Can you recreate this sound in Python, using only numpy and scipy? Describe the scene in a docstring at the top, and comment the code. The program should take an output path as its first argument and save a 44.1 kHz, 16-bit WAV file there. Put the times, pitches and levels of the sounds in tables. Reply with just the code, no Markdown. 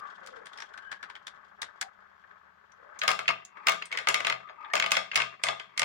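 """In a small room, plastic balls circle a plastic funnel, rumbling over its ribs and knocking together.
They drop through the centre hole and clatter down a hollow tower into a dish.
Blows are short bursts of shaped noise; the shell answers with dying noise, the tower with dying tones.
Rolling is a stream of tiny noise bursts, and sliding resonances make it sing.
A close pair of microphones hears all this over faint room tone."""
import sys
import numpy as np
from scipy import signal
from scipy.fft import rfft, irfft
from scipy.io import wavfile

SR = 44100
rng = np.random.default_rng(int(sys.argv[2]) if len(sys.argv) > 2 else 0)


def persist_wave(psi):
    """Save psi, clipped to +-1, as 16-bit WAV."""
    counts = np.round(np.clip(psi, -1, 1) * 32767).astype(np.int16)
    wavfile.write(sys.argv[1], SR, np.atleast_2d(counts).T)


N = 257544  # length in samples

# Levels in the tables are relative: each layer also has its own level setting.
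# balls striking tower and dish: (time [s], level [dB], bass [dB], treble [dB], struck spot's resonance [Hz])
CLATTER = [(3.015, -27.5, -18.5, -14, 3930), (3.034, -30.5, 11, 5.5, 1820), (3.078, -22, 2.5, 7.5, 5320),
           (3.088, -26, 7.5, -1, 4800), (3.104, -34, 17, 15.5, 1240), (3.114, -29, -6.5, 11.5, 2730),
           (3.19, -31, 8, 2.5, 1290), (3.256, -44, -3.5, -16, 2620), (3.279, -20, -17.5, -8, 2650),
           (3.288, -24, 5.5, -3.5, 2830), (3.308, -32.5, 8, -2, 2220), (3.669, -22.5, 6, 5.5, 5170),
           (3.683, -20, 4, 5.5, 2760), (3.694, -29, 3, 16.5, 2520), (3.719, -31, 3, 5, 1270),
           (3.822, -33.5, -16, -10, 2710), (3.915, -37, -17, -8, 2110), (3.925, -31.5, -7, 0.5, 2220),
           (3.949, -39.5, -15, -18, 2010), (3.973, -29, -15.5, 1, 1840), (3.986, -33, 2, 1, 1880),
           (4.071, -23, 6, -1.5, 2050), (4.086, -24, 3.5, 16.5, 2780), (4.101, -33, 2, -16, 3000),
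           (4.142, -22, -0.5, 7, 2140), (4.156, -33.5, -1, -16.5, 2250), (4.203, -33.5, 7, 6, 2800),
           (4.247, -27, 0.5, -2.5, 2670), (4.268, -24, 6.5, 3.5, 3920), (4.278, -33, 13, -1.5, 3330),
           (4.298, -26, -9, 1.5, 2090), (4.323, -28, 5.5, -5, 1980), (4.494, -48, 15.5, -29.5, 1210),
           (4.7, -51.5, 8.5, -25, 1260), (4.735, -25, 16.5, 6, 2220), (4.753, -27, 10, 10, 7060),
           (4.766, -29, -12, -0.5, 2660), (4.776, -33.5, 15, 4, 2530), (4.798, -24, -4.5, 1.5, 6650),
           (4.823, -23.5, -15, -6.5, 2170), (4.84, -28.5, 1.5, -9, 1205), (4.861, -28.5, 2.5, 2.5, 2910),
           (4.907, -37, -0.5, 9, 6300), (4.917, -21.5, -0.5, 12.5, 2580), (4.951, -30, -10.5, -13.5, 3350),
           (4.967, -23.5, -1, 1, 5340), (5.114, -33, -20, -20, 2740), (5.134, -39.5, -15, -25, 2450),
           (5.144, -40, 8.5, 6.5, 2560), (5.156, -21, -0.5, 10, 2700), (5.162, -27.5, -8, 14, 2810),
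           (5.173, -26, 1, 2, 5100), (5.201, -26.5, -2, -4, 2820), (5.218, -27, -6, -3.5, 2560),
           (5.436, -25.5, 2.5, 13.5, 8480), (5.467, -30.5, 3.5, 3, 2030), (5.485, -26, 6.5, 3, 3500),
           (5.597, -38, -3, -3, 3200), (5.776, -29.5, -13.5, 14, 2150), (5.794, -26.5, 0.5, 20, 1935),
           (5.817, -25, 6, 7, 2120), (5.83, -28.5, 11, 6, 2450)]
# colour of a blow on the tower: (frequency [Hz], level [dB per Hz])
CLATTER_COLOUR = [(50, -41), (190, -36), (270, -28.5), (550, -6.5), (1050, -7), (1500, 1), (2200, 2),
                  (3000, 1), (4500, -10), (7000, -16.5), (10000, -25.5), (13500, -39.5), (15500, -29.5)]
# level of the top octave of the clatter: (time [s], level [dB])
CLATTER_TOP = [(3.1, 2), (3.7, 5.5), (4.1, -0.5), (4.9, 1.5), (5.2, -3), (5.8, -14)]
# ringing tones of the tower: (frequency [Hz], level [dB], time to fall 60 dB, before a cap [s])
TOWER_MODES = [(122.6, -23, 0.43), (171.3, -27.5, 0.6), (200.7, -20, 0.41), (525, -16.5, 0.33),
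               (665.4, -3, 0.31), (749, -20.5, 0.91), (913, -11.5, 0.19), (1198, -6, 0.3),
               (1210, 1.5, 0.28), (1770, -34.5, 0.18), (2088, 8, 0.082), (2178, 3, 0.16), (2566, 0.5, 0.44),
               (2480, -23, .22), (2780, -11, 0.59), (3134, -2.5, 0.18), (4210, -4, 0.3), (4920, -1, 0.11),
               (6570, -7, 0.09)]
# strength of the tower's deepest tone: (time [s], level [dB])
DEEPEST_MODE = [(3.3, 2.5), (3.66, -10), (3.85, -9.5), (4.1, 3), (4.9, -1), (5.2, 3), (5.5, 7.5)]
# balls knocking together in the funnel:
# (time [s], level [dB], treble [dB], struck spot's resonance [Hz], rebound against the knock [dB])
KNOCKS = [(0.261, -50, 20.5, 2250, 5), (0.365, -50.5, 3, 1610, -16), (0.457, -48.5, 8, 9170, 6.5),
          (0.531, -47, 7, 3470, -19), (0.574, -46.5, 5.5, 5300, 5), (0.601, -41, 4.5, 5450, -20),
          (0.62, -37.5, -2, 5760, -23), (0.737, -44, -1, 1490, -17), (0.775, -38.5, 2, 1600, -9),
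          (0.915, -33.5, 3, 1640, -4.5), (1.027, -36.5, 1, 1720, -5.5), (1.098, -43, -4, 1050, -9),
          (1.152, -41.5, -3, 3170, -3), (1.268, -37, 10.5, 3460, -3), (1.617, -31.5, 13, 3750, -2.5),
          (1.811, -30.5, 14.5, 7630, -7), (1.815, -32, 15, 1660, -1.5), (2.237, -51, -20, 1700, -20),
          (2.309, -49, -18, 1670, -19), (2.718, -62, 6, 6030, -20), (2.989, -48, 23, 6480, -18.5),
          (3.449, -53, 23, 6760, -15), (3.854, -49.5, 20.5, 8560, -7.5), (4.487, -46.5, -34, 3600, -15),
          (4.645, -43, -27, 3530, 0)]
# colour of a knock: (frequency [Hz], level [dB per Hz])
KNOCK_COLOUR = [(60, -33), (300, -26.5), (550, -15.5), (800, -10), (1250, -4.5), (1650, 0.5), (2100, -3.5),
                (2600, -9.5), (3400, -9), (5500, -17.5), (9500, -29), (13500, -47), (15500, -38.5)]
# dying ring of shell and room: (frequency [Hz], time to fall 60 dB, before stretching [s])
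RING_TIME = [(100, 0.18), (400, 0.34), (1000, 0.17), (2700, 0.36), (7000, 0.25), (15000, 0.16)]
# share of a blow that rings on: (frequency [Hz], level [dB])
RING_COLOUR = [(100, 10), (1000, 5), (2500, -6), (5000, -4), (10000, -2.5), (15000, -11.5)]
# rolling in the funnel: (time [s], level [dB])
FUNNEL_ROLL = [(0.0, -53), (0.34, -54), (0.99, -58), (1.26, -59.5), (1.72, -56.5), (1.89, -61),
               (2.2, -60.5), (2.72, -64.5), (2.95, -53.5)]
# rolling in neck and dish: (time [s], level [dB])
NECK_ROLL = [(3.0, -44), (3.45, -59.5), (3.62, -46.5), (3.95, -51), (4.4, -59.5), (4.7, -54.5), (5.05, -63),
             (5.35, -52.5), (5.55, -70), (5.75, -51.5)]
# colours of the roar, the rumble, the fine grit and the dish: (frequency [Hz], level [dB per Hz])
ROAR_COLOUR = [(250, -28), (550, -7), (800, -9), (1150, -2.5), (1750, -4.5), (2150, -15), (3000, -31),
               (6000, -92.5), (12000, -71.5)]
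RUMBLE_COLOUR = [(60, -28), (200, 2.5), (290, -0.5), (480, 1), (650, 3.5), (1000, -6.5), (3000, -13.5),
                 (9000, -79)]
GRIT_COLOUR = [(1200, -42), (2300, -3.5), (3100, 10), (4500, -3), (6000, -5), (9000, -17.5), (12000, -30),
               (16000, -49.5)]
DISH_COLOUR = [(100, -48), (300, -13.5), (600, -3), (780, -18.5), (920, -2), (1050, 1), (1210, 2),
               (1400, -5.5), (2200, -0.5), (3200, -19.5), (6000, -35), (12000, -55.5), (16000, -58.5)]
# singing resonances that slide with the ball's place:
# (start [s], end [s], start frequency [Hz], end frequency [Hz], level [dB])
GLIDES = [(-.05, 0.131, 1270, 1092, -46), (-.03, 0.202, 1560, 1496, -50), (0.198, 0.479, 570, 450, -52),
          (.68, 1.088, 1450, 1760, -48.5), (0.766, 1.008, 3000, 3060, -66.5), (1.802, 1.892, 740, 787, -48),
          (2.773, 2.96, 470, 660, -57.5), (3.89, 4.037, 1800, 2150, -44), (3.898, 4.05, 500, 486, -51),
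          (4.354, 4.594, 1220, 1225, -50), (4.691, 4.754, 1650, 2020, -43.5)]
# a ball whirls in the neck: (end [s], level [dB])
WHIRLS = [(3.7, -53), (4.75, -48)]
# resonances of the neck as a whirl starts: (frequency [Hz], level [dB])
NECK_MODES = [(1250, 3), (942, -2), (2650, -14)]
# colour of the room tone: (frequency [Hz], level [dB per Hz])
AIR_COLOUR = [(25, -42), (70, 3), (130, -7), (200, 7), (300, -25), (1000, -2.5), (3000, -10.5),
              (7000, -25.5), (10000, -40.5), (13000, -29), (15500, -34.5)]
# left microphone against right: (frequency [Hz], level [dB])
LEFT_OVER_RIGHT = [(60, 2), (200, 0), (450, 8), (740, 4.5), (1220, 14), (2010, 4.5), (3330, 4.5), (5500, 2),
                   (9000, 1), (15000, 2.5)]
# how alike the two microphones hear: (frequency [Hz], likeness [0 to 1])
LIKENESS = [(30, 0.53), (100, 0.93), (600, 0.68), (1200, 0.36), (5000, 0.087), (15000, 0.11)]

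# clatter: a strong blow is followed by a lighter, duller bounce after a random flight
CLATTER_SPOT_DB = 9  # height of the struck spot's resonance
BOUNCE_ABOVE_DB, BOUNCE_FLIGHT_S = -33, (.007, .018)
BOUNCE_DB, BOUNCE_BASS_DB, BOUNCE_TREBLE_DB = -13.5, 3.5, -11
TOP_HZ = 12000
# tower: a blow that favours the deepest mode drives the next ones less, by this share of the dB
DEEP_HZ, LOW_HZ, TRADE = 150, 300, 0.24
LONGEST_CYCLES = 480  # no mode takes more cycles than this to fall 60 dB
# knocks: thin, with one clear resonance that stands out more the lighter the touch (dB per dB)
KNOCK_BASS_DB, KNOCK_SPOT_DB = -3, 8.5
HARD_KNOCK_DB, PURITY = -32.5, 0.3
REBOUND_S, REBOUND_TREBLE_DB = .0098, -9.5  # the struck ball lands on the funnel again, duller
# rolling: the rumble swells once in each lap of the bunched balls, and each lap rumbles less
LAP_S, LAP_PEAK_S, LAP_SWELL_DB = 1.1, .33, 7  # swell is up and down from the middle
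RUMBLE_FADE_DB_PER_S, GRIT_FADE_DB_PER_S = 2, 4  # both fade against the roar as the balls slow
RATTLE_DB, RATTLE_T60_S = -13, 0.28  # a blow leaves the ball rattling for a moment
WHIRL_S, WHIRL_SAG = .19, .09  # length, and share by which the neck's resonances sink
LEFT_LAG = 39  # samples by which the left microphone hears later
EDGE_HZ = 16100  # the recorder's upper limit


def clatter(level_db=2.0, ring_db=-3.5, modes_db=-12):
    """Falling balls strike the tower: a crack, a dense ring and the long tones of the hollow body."""
    rows = falls()
    cracks = blows(rows, CLATTER_COLOUR, crack_s=0.0015, even=0.67, spot_width=0.05)
    cracks = shaded(cracks)
    ringing = ring(cracks, stretch=1.0, rise_s=0.0004, patchy_db=4.5)
    modes = tower_modes(rows)
    return gain_of(level_db) * cracks, gain_of(ring_db) * ringing, gain_of(modes_db) * modes


def falls():
    """Each blow and any bounce: (time [s], level, bass and treble [dB], spot [Hz], spot height [dB])."""
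    rows = []
    chances = rng.random(len(CLATTER))
    for (s, db, bass_db, treble_db, spot_hz), chance in zip(CLATTER, chances):
        rows.append((s, db, bass_db, treble_db, spot_hz, CLATTER_SPOT_DB))
        if db > BOUNCE_ABOVE_DB:
            landing = s + np.interp(chance, [0, 1], BOUNCE_FLIGHT_S)
            bounce_treble_db = treble_db + BOUNCE_TREBLE_DB
            rows.append((landing, db + BOUNCE_DB, BOUNCE_BASS_DB, bounce_treble_db, spot_hz,
                         CLATTER_SPOT_DB))
    return rows


def shaded(x):
    """The top octave of the blows brightens and dims, and is dullest as the last balls go down."""
    hz = np.fft.rfftfreq(N, 1 / SR)
    high_pass = 1 - 1 / (1 + (hz / TOP_HZ) ** 16)
    top = irfft(rfft(x) * high_pass, N)
    return x + (gain_of(along(CLATTER_TOP, 1)) - 1) * top


def tower_modes(rows, count=5, detune=0.01):
    """Each blow sets the modes of the hollow tower ringing, slightly shifted from blow to blow."""
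    t, out = np.arange(SR) / SR, np.zeros((2, N))
    hz, db, t60 = np.transpose(TOWER_MODES)
    t60 = np.minimum(t60, LONGEST_CYCLES / hz)  # plastic damps high modes quickly
    rise = 1 - np.exp(-t / 0.0019)
    fade = gain_of(db[:, None] - 60 * t / t60[:, None]) * rise
    versions = []
    for shift in np.linspace(-detune, detune, count):
        angle = 2 * np.pi * hz[:, None] * (1 + shift) * t
        versions.append(np.vstack([fade * np.cos(angle), fade * np.sin(angle)]))
    for s, blow_db, bass_db, *_ in rows:
        turn = 2 * np.pi * rng.random((2, len(hz)))  # every blow lands on another spot
        deepest_db = np.interp(s, *np.transpose(DEEPEST_MODE))
        depth_db = deepest_db * np.where(hz < DEEP_HZ, 1, -TRADE * (hz < LOW_HZ))
        body_db = .5 * bass_db * ((hz > DEEP_HZ) & (hz < 1300))
        push = gain_of(blow_db + depth_db + body_db)
        mixture = np.hstack([push * np.cos(turn), push * np.sin(turn)])
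        add(out, s, mixture @ versions[rng.integers(count)])
    return out


def knocks(level_db=-1, ring_db=-7):
    """Ball meets ball and rebounds, and the funnel under them answers."""
    rows = []
    for s, db, treble_db, spot_hz, rebound_db in KNOCKS:
        spot_db = KNOCK_SPOT_DB + PURITY * (HARD_KNOCK_DB - db)
        rows.append((s, db, KNOCK_BASS_DB, treble_db, spot_hz, spot_db))
        rebound_treble_db = treble_db + REBOUND_TREBLE_DB
        rows.append((s + REBOUND_S, db + rebound_db, KNOCK_BASS_DB, rebound_treble_db, spot_hz, 0))
    cracks = blows(rows, KNOCK_COLOUR, crack_s=0.0023, even=1.0, spot_width=0.095)
    ringing = ring(cracks, stretch=0.45, rise_s=0.00086, patchy_db=0.5)
    return gain_of(level_db) * cracks + gain_of(ring_db) * ringing


def blows(rows, colour, crack_s, even, spot_width, size=4096):
    """Each blow scatters through the thin shell as a crack of a few ms, coloured by the spot it lands on."""
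    t, hz = np.arange(size) / SR, np.fft.rfftfreq(size, 1 / SR)
    bass = hz ** 2 / (hz ** 2 + 250 ** 2) / (1 + (hz / 1200) ** 4)
    treble = 1 - 1 / (1 + (hz / 4400) ** 4)
    middle = (hz > 1300) & (hz < 4500)
    out = np.zeros((2, N))
    for s, db, bass_db, treble_db, spot_hz, spot_db in rows:
        scatter = rfft(rng.standard_normal((2, size)) * t * np.exp(-t / crack_s))
        # make the random notches in the spectrum shallower
        scatter *= np.array([causal((evened(abs(z)) + 0.21) ** -min(even, 1)) for z in scatter])
        spot = np.exp(-((hz - spot_hz) / np.hypot(spot_width * spot_hz, 110)) ** 2)
        colour_db = read(colour, hz) + bass_db * bass + treble_db * treble + spot_db * spot
        crack = scatter * causal(gain_of(colour_db))
        # the level is that of the middle band over 6 ms
        crack /= np.sqrt((abs(crack[:, middle]) ** 2).sum(1, keepdims=True))
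        add(out, s, gain_of(db) * irfft(crack) * np.sqrt(size * .006 * SR / 2))
    return out


def ring(x, stretch, rise_s, patchy_db, count=4):
    """Dense dying ring of shell and room; its stronger and weaker bands change as the balls move about."""
    out, clock = np.zeros((2, N)), np.arange(N) / SR
    for k in range(count):
        hz, t, noise = signal.stft(rng.standard_normal((2, SR // 2)), SR, nperseg=256)
        colour_db = read(RING_COLOUR, hz) + patchy_db * rng.standard_normal(len(hz))
        t60 = stretch * read(RING_TIME, hz)
        fade = gain_of(colour_db[:, None] - 60 * t / t60[:, None])
        tail = signal.istft(noise * fade, SR, nperseg=256)[1]
        tail *= 1 - np.exp(-np.arange(tail.shape[1]) / SR / rise_s)
        # the tails take turns, each swinging at its own pace
        share = np.cos(np.pi * (k + 1) * 2 * clock + k) * np.sqrt(2 / count)
        out += convolve(x * share, tail / np.linalg.norm(tail[0]))
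    return out


def shell(x, ripple_db=3.5, spacing_hz=70):
    """The many close modes of the plastic favour some frequencies and swallow others."""
    hz = np.fft.rfftfreq(N, 1 / SR)
    heights = rng.standard_normal(2048)
    ripple = np.interp(hz / spacing_hz, np.arange(len(heights)), heights)
    return irfft(rfft(x) * evened(gain_of(ripple_db * ripple)), N)


def rolling(roar_db=3, rumble_db=-22, grit_db=-10, dish_db=0):
    """Rolling balls shake the ribbed funnel; later the neck and the dish take over."""
    t, roll_db = np.arange(N) / SR, along(FUNNEL_ROLL, 1)
    in_funnel = np.interp(t, [2.95, 3.05], [1, 0])
    lap_db = LAP_SWELL_DB * np.cos(2 * np.pi * (t - LAP_PEAK_S) / LAP_S)
    roar = coloured(bumps(per_s=250, spread_db=2.5), ROAR_COLOUR)
    rumble = coloured(bumps(per_s=3000, spread_db=0.0), RUMBLE_COLOUR)
    grit = coloured(bumps(per_s=690, spread_db=7.5), GRIT_COLOUR)
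    funnel = gain_of(roll_db + roar_db) * roar
    funnel += gain_of(roll_db + lap_db - RUMBLE_FADE_DB_PER_S * t + rumble_db) * rumble
    funnel += gain_of(roll_db - GRIT_FADE_DB_PER_S * t + grit_db) * grit
    dish = gain_of(dish_db) * rattle() * coloured(bumps(per_s=330, spread_db=7), DISH_COLOUR)
    return in_funnel * funnel + (1 - in_funnel) * dish


def bumps(per_s, spread_db):
    """Tiny collisions of a rolling ball with the surface, each a short, dying burst."""
    size = gain_of(spread_db * np.minimum(rng.exponential(1, N), 4))
    hits = size * (rng.random(N) < per_s / SR)
    power = signal.lfilter([1], [1, -np.exp(-1 / (0.0063 * SR))], hits ** 2)
    return evened(np.sqrt(power) * rng.standard_normal((2, N)))


def rattle():
    """Strength of the rolling in neck and dish, stirred up for a moment by every blow."""
    kicks = np.zeros(N)
    for s, db, *_ in CLATTER:
        kicks[min(round(s * SR), N - 1)] += gain_of(db + RATTLE_DB) ** 2
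    keep = gain_of(-60 / (RATTLE_T60_S * SR)) ** 2  # share of the power left after one sample
    stirred = signal.lfilter([1], [1, -keep], kicks)
    return np.sqrt(gain_of(along(NECK_ROLL, 1)) ** 2 + stirred)


def singing(level_db=0, width_hz=105):
    """The shaking of a rolling ball is caught by one narrow, sliding resonance, which swells and fades."""
    out, r = np.zeros((2, N)), np.exp(-np.pi * width_hz / SR)
    for start, end, start_hz, end_hz, db in GLIDES + whirls():
        u = np.linspace(0, 1, max(round((end - start) * SR), 2))  # 0 at the start, 1 at the end
        shake = rng.standard_normal((2, len(u))) + 1j * rng.standard_normal((2, len(u)))
        swing = signal.lfilter([1], np.poly([r, r]), shake)
        slide_hz = start_hz + (end_hz - start_hz) * u
        tone = evened((swing * np.exp(2j * np.pi * np.cumsum(slide_hz) / SR)).real)
        sound = gain_of(db + level_db) * tone * np.sin(np.pi * u)
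        add(out, start, sound[:, max(-round(start * SR), 0):])  # skip what lies before time 0
    return out


def whirls():
    """A ball spins down the neck before it drops, and the resonances of the neck sink with it."""
    rows = []
    for end, db in WHIRLS:
        for hz, mode_db in NECK_MODES:
            rows.append((end - WHIRL_S, end, hz, hz * (1 - WHIRL_SAG), db + mode_db))
    return rows


def room_tone(level_db=-71):
    """Faint, steady noise of the room."""
    return gain_of(level_db) * coloured(rng.standard_normal((2, N)), AIR_COLOUR)


def microphones(pair, right_db=0):
    """Two microphones share part of the waves; the right one is nearer and can catch more direct treble."""
    hz = np.fft.rfftfreq(N, 1 / SR)
    a, b = rfft(pair)
    same = np.clip(read(LIKENESS, hz), 0, 1)
    tilt = gain_of(read(LEFT_OVER_RIGHT, hz) - right_db * hz ** 2 / (hz ** 2 + 4500 ** 2))
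    both = np.array([a * tilt, same * a + np.sqrt(1 - same ** 2) * b])
    left, right = irfft(both * np.sqrt(2 / (1 + tilt ** 2)), N)
    return np.array([np.r_[np.zeros(LEFT_LAG), left[:-LEFT_LAG]], right])


def gain_of(db):
    """Turns decibels into an amplitude."""
    return 10 ** (np.asarray(db) / 20)


def evened(x):
    """Scales to an rms of 1."""
    return x / np.sqrt(np.mean(x ** 2) + 1e-20)


def read(points, hz):
    """Reads a table on a log-frequency axis."""
    f, value = np.transpose(points)
    return np.interp(np.log(hz + 1), np.log(f + 1), value)


def along(rows, column):
    """Draws a table column as a curve with a value at every sample."""
    rows = np.asarray(rows)
    return np.interp(np.arange(N) / SR, rows[:, 0], rows[:, column])


def add(mix, s, sound):
    """Adds a two-channel sound at time s, or at 0 if s is earlier."""
    part = mix[:, max(round(s * SR), 0):][:, :sound.shape[1]]
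    part += sound[:, :part.shape[1]]


def coloured(x, colour):
    """Shapes the spectrum of x by a colour table, at an rms of 1."""
    hz = np.fft.rfftfreq(N, 1 / SR)
    return evened(irfft(rfft(x) * gain_of(read(colour, hz)), N))


def causal(gain):
    """The response with this magnitude that starts at once and then dies away."""
    log = np.log(np.maximum(np.r_[gain, gain[-2:0:-1]], 1e-5))
    return np.exp(np.conj(signal.hilbert(log)))[:len(gain)]


def convolve(x, response):
    """Filters each channel by its own response."""
    return signal.fftconvolve(x, response, axes=1)[:, :N]


def scene():
    """The toy over faint room tone; the bare cracks of the clatter are brighter on the right."""
    air = room_tone()
    cracks, ringing, modes = clatter()
    body = knocks() + shell(ringing + rolling()) + modes + singing()
    return microphones(cracks, right_db=7.5) + microphones(body + air)


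def record(dry):
    """The recorder cuts off the highest frequencies."""
    low_pass = signal.firwin(255, EDGE_HZ, window=("kaiser", 9), fs=SR)
    return signal.oaconvolve(dry, low_pass[None], "same")


dry = scene()
out = record(dry)
persist_wave(out)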